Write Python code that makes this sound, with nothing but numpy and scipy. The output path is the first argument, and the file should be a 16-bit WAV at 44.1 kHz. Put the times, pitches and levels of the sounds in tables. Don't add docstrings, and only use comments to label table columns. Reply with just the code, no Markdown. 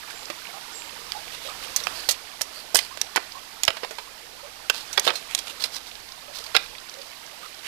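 import sys
import numpy as np
from scipy import signal
from scipy.fft import rfft, irfft, next_fast_len
from scipy.io import wavfile
from scipy.ndimage import uniform_filter1d

SR = 44100
rng = np.random.default_rng(int(sys.argv[2]) if len(sys.argv) > 2 else 0)


def log_audio(samples):
    frames = np.atleast_2d(samples).T
    limited = np.clip(frames, -1, 1)
    pcm = np.round(limited * 32767).astype(np.int16)
    wavfile.write(sys.argv[1], SR, pcm)


N = 338247
TIME = np.arange(N) / SR


def undb(db):
    return 10 ** (np.asarray(db) / 20)


def unit(x):
    return x / np.sqrt(np.mean(x ** 2) + 1e-18)


def at_level(x, db):
    return x * undb(db) * np.sqrt(SR / 100 / np.sum(x ** 2))


def add(out, start, x):
    i = max(int(start * SR), 0)
    out[i:i + len(x)] += x[:max(len(out) - i, 0)]


def colour(x, points):
    hz, db = np.transpose(points)
    size = next_fast_len(2 * len(x))
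    bins_hz = np.maximum(np.fft.rfftfreq(size, 1 / SR), 1)
    gain = undb(np.interp(np.log(bins_hz), np.log(hz), db))
    return irfft(rfft(x, size) * gain, size)[:len(x)]


def band(x, lo_hz, hi_hz, order=2):
    sos = signal.butter(order, [lo_hz, min(hi_hz, SR / 2 - 1)], "band", fs=SR, output="sos")
    return signal.sosfilt(sos, x)


def grains(count, per_s, spread_db):
    hit = rng.random(count) < per_s / SR
    return hit * rng.choice([-1, 1], count) * undb(spread_db * np.minimum(rng.exponential(size=count), 4))


def amplifier_hiss():
    # frequency in Hz, relative level in dB.
    spectrum = [(25, -2), (60, -10.5), (200, -11.5), (700, -13.5), (3000, -17.5), (6000, -21), (14500, -19)]
    return unit(colour(rng.standard_normal(N), spectrum))


def rumble():
    # time in seconds, relative level in dB.
    levels = [(0.0, -70), (0.62, -75), (1.3, -63), (2.11, -65), (2.29, -75), (2.93, -67.5), (3.72, -72.5),
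              (6.71, -66), (6.92, -80), (7.67, -75)]
    level_db = np.interp(TIME, *np.transpose(levels)) + 10.5
    return unit(band(rng.standard_normal(N), 21, 58, order=1)) * undb(level_db)


def riverbank(x, t60=0.32, wet_db=-22):
    t = np.arange(SR // 2) / SR
    tail = band(rng.standard_normal(len(t)), 130, 4200, order=1)
    tail *= np.exp(-np.log(1000) * t / t60) * (1 - np.exp(-t / 0.01))
    return x + undb(wet_db) * signal.fftconvolve(x, tail / np.linalg.norm(tail))[:N]


def bird():
    # start in seconds, length in seconds, top pitch in Hz, level in dB.
    chirps = [(0.125, 0.081, 7380, -43), (0.728, 0.063, 7500, -34.5), (1.422, .12, 7860, -50)]
    out = np.zeros(N)
    for start, length, top_hz, db in chirps:
        u = np.linspace(0, 1, int(length * SR))
        waver = unit(uniform_filter1d(rng.standard_normal(len(u)), 90))
        hz = top_hz * (1 - 0.17 * (u - .4) ** 2 + 0.026 * waver)
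        add(out, start, undb(db) * np.sin(np.pi * u) * np.sin(2 * np.pi * np.cumsum(hz) / SR))
    return out


def bubble(hz, cycles, glide=0.26):
    u = np.linspace(0, 1, int(3 * cycles / hz * SR))
    return np.sin(6 * np.pi * cycles * (u + glide * u ** 2 / 2)) * np.exp(-5 * u) * (1 - np.exp(-40 * u))


def stream():
    # time in seconds, relative level of the steady stream in dB, as the recorder's
    recorder_gain = [(0.0, -42.5), (1.39, -41), (1.96, -38), (2.16, -43.5), (3.95, -44.5), (4.16, -45.5),
                     (4.72, -45), (4.93, -41.5), (6.26, -45.5), (6.49, -42.5), (6.75, -45), (7.67, -44.5)]
    # frequency in Hz, relative level in dB.
    spectrum = [(24, -30), (40, -22), (107, -12.5), (281, -6), (437, -6.5), (520, -13.5), (649, -9),
                (790, -7.5), (916, -5.5), (1430, -4.5), (4780, 1), (6270, -4.5), (7450, -6.5), (8220, -7),
                (14500, -11)]
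    bubbles = np.zeros(N)
    for when, pitch, life, size in rng.random((5000, 4)):
        gain = undb(-2.8 * np.log(size + 0.037))
        add(bubbles, when * N / SR, gain * bubble(hz=450 * 13 ** pitch, cycles=5 + 12 * life))
    t = np.arange(SR // 100) / SR
    impacts = grains(N, per_s=500, spread_db=3.3)
    spatter = rng.standard_normal(len(t)) * np.exp(-t / 0.0009)
    droplets = signal.fftconvolve(impacts, spatter)[:N]
    water = colour(rng.standard_normal(N) + 0.18 * unit(droplets) + 0.48 * unit(bubbles), spectrum)
    low = signal.sosfiltfilt(signal.butter(2, 2500, fs=SR, output="sos"), water)
    gain_db = np.interp(TIME, *np.transpose(recorder_gain))
    babble = low / np.std(band(water, 390, 2310)) * undb(gain_db + 1.88)
    spray = (water - low) / np.std(band(water, 1670, 24000)) * undb(gain_db + 4)
    return babble + spray


def gurgling():
    # start in seconds, pitch in Hz, relative level in dB.
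    gurgles = [(.54, 764, -39), (1.149, 816, -35), (1.45, 544, -40), (1.487, 1203, -36.5),
               (2.91, 1020, -40.5), (3.351, 1044, -38), (4.43, 556, -43.5), (6.28, 580, -44),
               (6.97, 534, -45.5), (7.431, 1200, -39.5)]
    out = np.zeros(N)
    for start, hz, db in gurgles:
        add(out, start, undb(db + 10.5) * bubble(hz, cycles=20.4, glide=0.184))
        for lag, detune in rng.random((3, 2)):
            add(out, start + 0.032 * lag, undb(db + 5) * bubble(hz * (.85 + 0.34 * detune), cycles=18))
    return out


def pebbles():
    faintest_db, spread_db = -46, 11
    out, t = np.zeros(N), np.arange(SR // 20) / SR
    envelope = np.exp(-t / 0.0017) * (1 - np.exp(-t / 0.0025))
    for when, pitch, size in rng.random((90, 3)):
        hz = 2200 * 2.4 ** pitch
        tick = band(rng.standard_normal(len(t)), hz / 1.18, hz * 1.21) * envelope
        add(out, when * N / SR, at_level(tick, faintest_db + spread_db * size ** 2))
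    return out


def thudding():
    # start in seconds, pitch in Hz, level in dB.
    thuds = [(2.746, 135, -38), (3.683, 110, -32.5), (6.564, 170, -37)]
    out, t = np.zeros(N), np.arange(SR // 15) / SR
    for start, hz, db in thuds:
        add(out, start, at_level(np.sin(2 * np.pi * hz * t) * np.exp(-t / 0.0034), db))
    return out


def scrape(length, hz, width_hz, grit_db):
    count = int(length * SR)
    grip_db = 3 * unit(uniform_filter1d(rng.standard_normal(count), SR // 200))
    slips = grains(count, per_s=7000, spread_db=2.4) * undb(grip_db)
    rasp = unit(band(slips, max(hz - width_hz / 2, 300), hz + width_hz / 2))
    grit = unit(band(slips, 390, 7600, order=1))
    return unit(rasp + undb(grit_db) * grit) * signal.windows.tukey(count, .7)


def dragging():
    # start in seconds, length in seconds, level in dB, centre of the rasp in Hz.
    drags = [(0.056, 0.093, -37.5, 1870), (1.309, 0.055, -34.5, 3430), (1.414, 0.11, -35, 3540),
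             (1.606, .065, -35, 3440), (1.765, 0.059, -32, 4000), (4.712, 0.14, -31.5, 3870),
             (5.02, 0.088, -25.5, 3800), (5.126, 0.041, -32, 4500), (5.289, 0.065, -33.5, 2680),
             (5.372, 0.04, -30.5, 4370), (5.448, 0.086, -32.5, 3230), (5.585, 0.1, -27, 4030),
             (5.709, 0.087, -29.5, 4400), (5.851, 0.056, -38, 4330), (6.314, 0.13, -33.5, 4300),
             (6.575, 0.13, -42.5, 4300), (6.983, 0.18, -46, 4460), (7.4, 0.094, -42.5, 3000),
             (7.621, 0.094, -31.5, 2520)]
    out = np.zeros(N)
    for start, length, db, hz in drags:
        add(out, start, undb(db) * scrape(length, hz, width_hz=2260, grit_db=0.5))
    return out


def rubbing():
    # start in seconds, length in seconds, level in dB.
    rubs = [(1.897, .3, -35), (2.498, 0.15, -39), (2.792, 0.095, -34.5)]
    out = np.zeros(N)
    for start, length, db in rubs:
        add(out, start, undb(db) * scrape(length, hz=4530, width_hz=850, grit_db=-2))
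    return out


def radiate(x, hz):
    return signal.sosfilt(signal.butter(2, .8 * hz, "high", fs=SR, output="sos"), x)


def contact(row, force, tick, top_tilt_db, bass_tilt_db, below_db, above_db, main_db):
    edges = [340, 700, 1800, 3200, 5400, 15000]
    db, low_hz, top_hz, t60, main_hz = row

    def level_db(hz):
        return db + below_db * max(np.log2(low_hz / hz), 0) + above_db * max(np.log2(hz / top_hz), 0)

    t = np.arange(int(t60 * SR)) / SR
    bass_hz, treble_hz = edges[1], edges[-2]
    out = 0
    for lo, hi in zip(edges, edges[1:]):
        count = (hi - lo) // 80
        hz = lo + (hi - lo) * (np.arange(count) + rng.random(count)) / count
        weights = rng.standard_normal(count) + tick
        weights *= undb(top_tilt_db * np.log2(np.maximum(hz / treble_hz, 1)))
        weights *= undb(bass_tilt_db * np.log2(np.minimum(hz / bass_hz, 1)))
        mode_t60 = 1.07 * t60 * (3000 / hz) ** 0.16
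        modes = np.sin(2 * np.pi * hz[:, None] * t) * np.exp(-np.log(1000) * t / mode_t60[:, None])
        ring = weights @ modes
        ring *= 1 + 0.11 * lo / treble_hz * np.exp(-t / 0.00019)
        radiated = radiate(signal.fftconvolve(ring, force), lo)
        out = out + at_level(radiated, level_db(np.sqrt(lo * hi)))
    main = np.sin(2 * np.pi * main_hz * t) * np.exp(-np.log(1000) * t / (t60 / 2))
    add(out, 0, at_level(radiate(main, main_hz / 2), level_db(main_hz) + main_db))
    return out


def knocking():
    # start in seconds, level in dB, low and top corners in Hz, ring length in seconds,
    # main mode in Hz.
    knocks = [(0.301, -31, 700, 6600, 0.055, 585), (2.0875, -30.5, 516, 880, 0.027, 736),
              (2.4101, -30, 845, 9900, 0.036, 660), (2.745, -21.5, 740, 750, 0.068, 670),
              (2.9729, -36.5, 700, 8200, 0.029, 670), (3.0143, -20.5, 4760, 10000, 0.023, 5650),
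              (3.16, -21.5, 950, 9100, 0.053, 965), (3.169, -18, 1750, 1930, 0.03, 1970),
              (3.176, -20.5, 850, 1900, 0.021, 1440), (3.6341, -20.5, 3870, 10000, .031, 6800),
              (3.6515, -27.5, 5000, 8500, 0.012, 5840), (3.6795, -16, 1310, 4900, 0.033, 3000),
              (3.683, -23, 560, 600, 0.072, 542), (3.7042, -29, 1300, 5000, 0.014, 2920),
              (3.769, -34.5, 740, 6000, 0.049, 620), (3.833, -29.5, 640, 3800, 0.073, 470),
              (3.847, -33.5, 1080, 5030, 0.022, 805), (3.909, -37, 400, 9100, 0.079, 620),
              (3.984, -33, 1090, 5900, 0.066, 910), (4.6982, -18, 1890, 8000, 0.029, 2760),
              (4.7, -21, 1300, 1600, 0.03, 1500), (4.929, -29, 5500, 10000, 0.089, 5850),
              (4.9752, -26.5, 1300, 7000, .03, 1800), (4.978, -17.5, 860, 4200, 0.041, 3400),
              (4.9964, -20, 5960, 8540, 0.02, 6060), (5.068, -22, 480, 5230, 0.1, 485),
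              (5.0766, -18, 990, 4500, 0.067, 3630), (5.081, -28.5, 360, 520, 0.15, 400),
              (5.094, -25.5, 1290, 2900, 0.056, 2550), (5.104, -24, 1000, 3620, 0.032, 3350),
              (5.155, -26, 4770, 7350, 0.14, 4190), (5.349, -17.5, 5900, 10000, 0.022, 4020),
              (5.377, -34, 2600, 8000, .06, 3700), (5.3885, -28.5, 5500, 10000, 0.028, 3330),
              (5.639, -19, 4800, 6250, 0.043, 4180), (6.44, -38.5, 4000, 9000, .06, 4800),
              (6.463, -36.5, 3600, 6500, .055, 4440), (6.546, -28, 450, 5200, 0.044, 4370),
              (6.5502, -17, 1550, 4500, 0.059, 1430), (6.565, -10, 3040, 3770, 0.031, 3920),
              (7.016, -38, 4500, 5500, .055, 4630)]
    out = np.zeros(N)
    for start, *row in knocks:
        add(out, start, contact(row, force=np.ones(1), tick=0.033, top_tilt_db=-9.5, bass_tilt_db=3,
                                below_db=-7.5, above_db=-12.5, main_db=1))
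    return out


def splitting():
    # start in seconds, level in dB, low and top corners in Hz, ring length in seconds,
    # main mode in Hz.
    cracks = [(1.1203, -26, 4400, 4400, 0.018, 4770), (1.7623, -16.5, 6500, 10000, 0.04, 6170),
              (1.838, -30, 5500, 5970, 0.051, 5710), (1.8699, -21, 1660, 3000, .015, 1240),
              (2.089, -16.5, 4040, 7800, 0.053, 4470), (2.0912, -16.5, 6370, 10000, 0.065, 3170),
              (2.11, -18.5, 7000, 10000, 0.05, 4660), (2.1142, -22, 6500, 10000, .058, 4430),
              (2.125, -38, 3000, 10000, 0.049, 5240), (2.417, -18.5, 9000, 10000, 0.026, 5700),
              (2.745, -33, 3500, 10000, .02, 6060), (2.7472, -14, 6900, 10000, 0.029, 5270),
              (2.7504, -20, 6840, 10000, 0.039, 5600), (2.756, -11.5, 4000, 10000, 0.021, 8640),
              (2.757, -20, 1400, 1900, 0.025, 1650), (2.768, -17.5, 5230, 10000, 0.053, 8600),
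              (2.7763, -32, 1800, 10000, 0.14, 3010), (2.7896, -17.5, 3200, 6200, 0.023, 3140)]
    out, t = np.zeros(N), np.arange(SR // 50) / SR
    for start, *row in cracks:
        force = 0.054 * grains(len(t), per_s=2500, spread_db=1.4) * np.exp(-t / 0.015)
        force[0] = 1
        add(out, start, contact(row, force, tick=0.38, top_tilt_db=-8, bass_tilt_db=6,
                                below_db=-9, above_db=-12.5, main_db=-0.5))
    return out


def scene():
    work = splitting() + knocking() + thudding() + rubbing() + dragging() + pebbles()
    far_bird = riverbank(bird(), t60=0.39, wet_db=2.5)
    right = riverbank(work) + stream() + gurgling() + far_bird + undb(-12) * rumble()
    left = undb(-53) * amplifier_hiss() + rumble()
    return np.array([left, right])


def record(dry):
    low_pass = signal.ellip(10, .2, 80, 14600, fs=SR, output="sos")
    return signal.sosfilt(low_pass, np.clip(dry, -.92, .92))


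dry = scene()
out = record(dry)
log_audio(out)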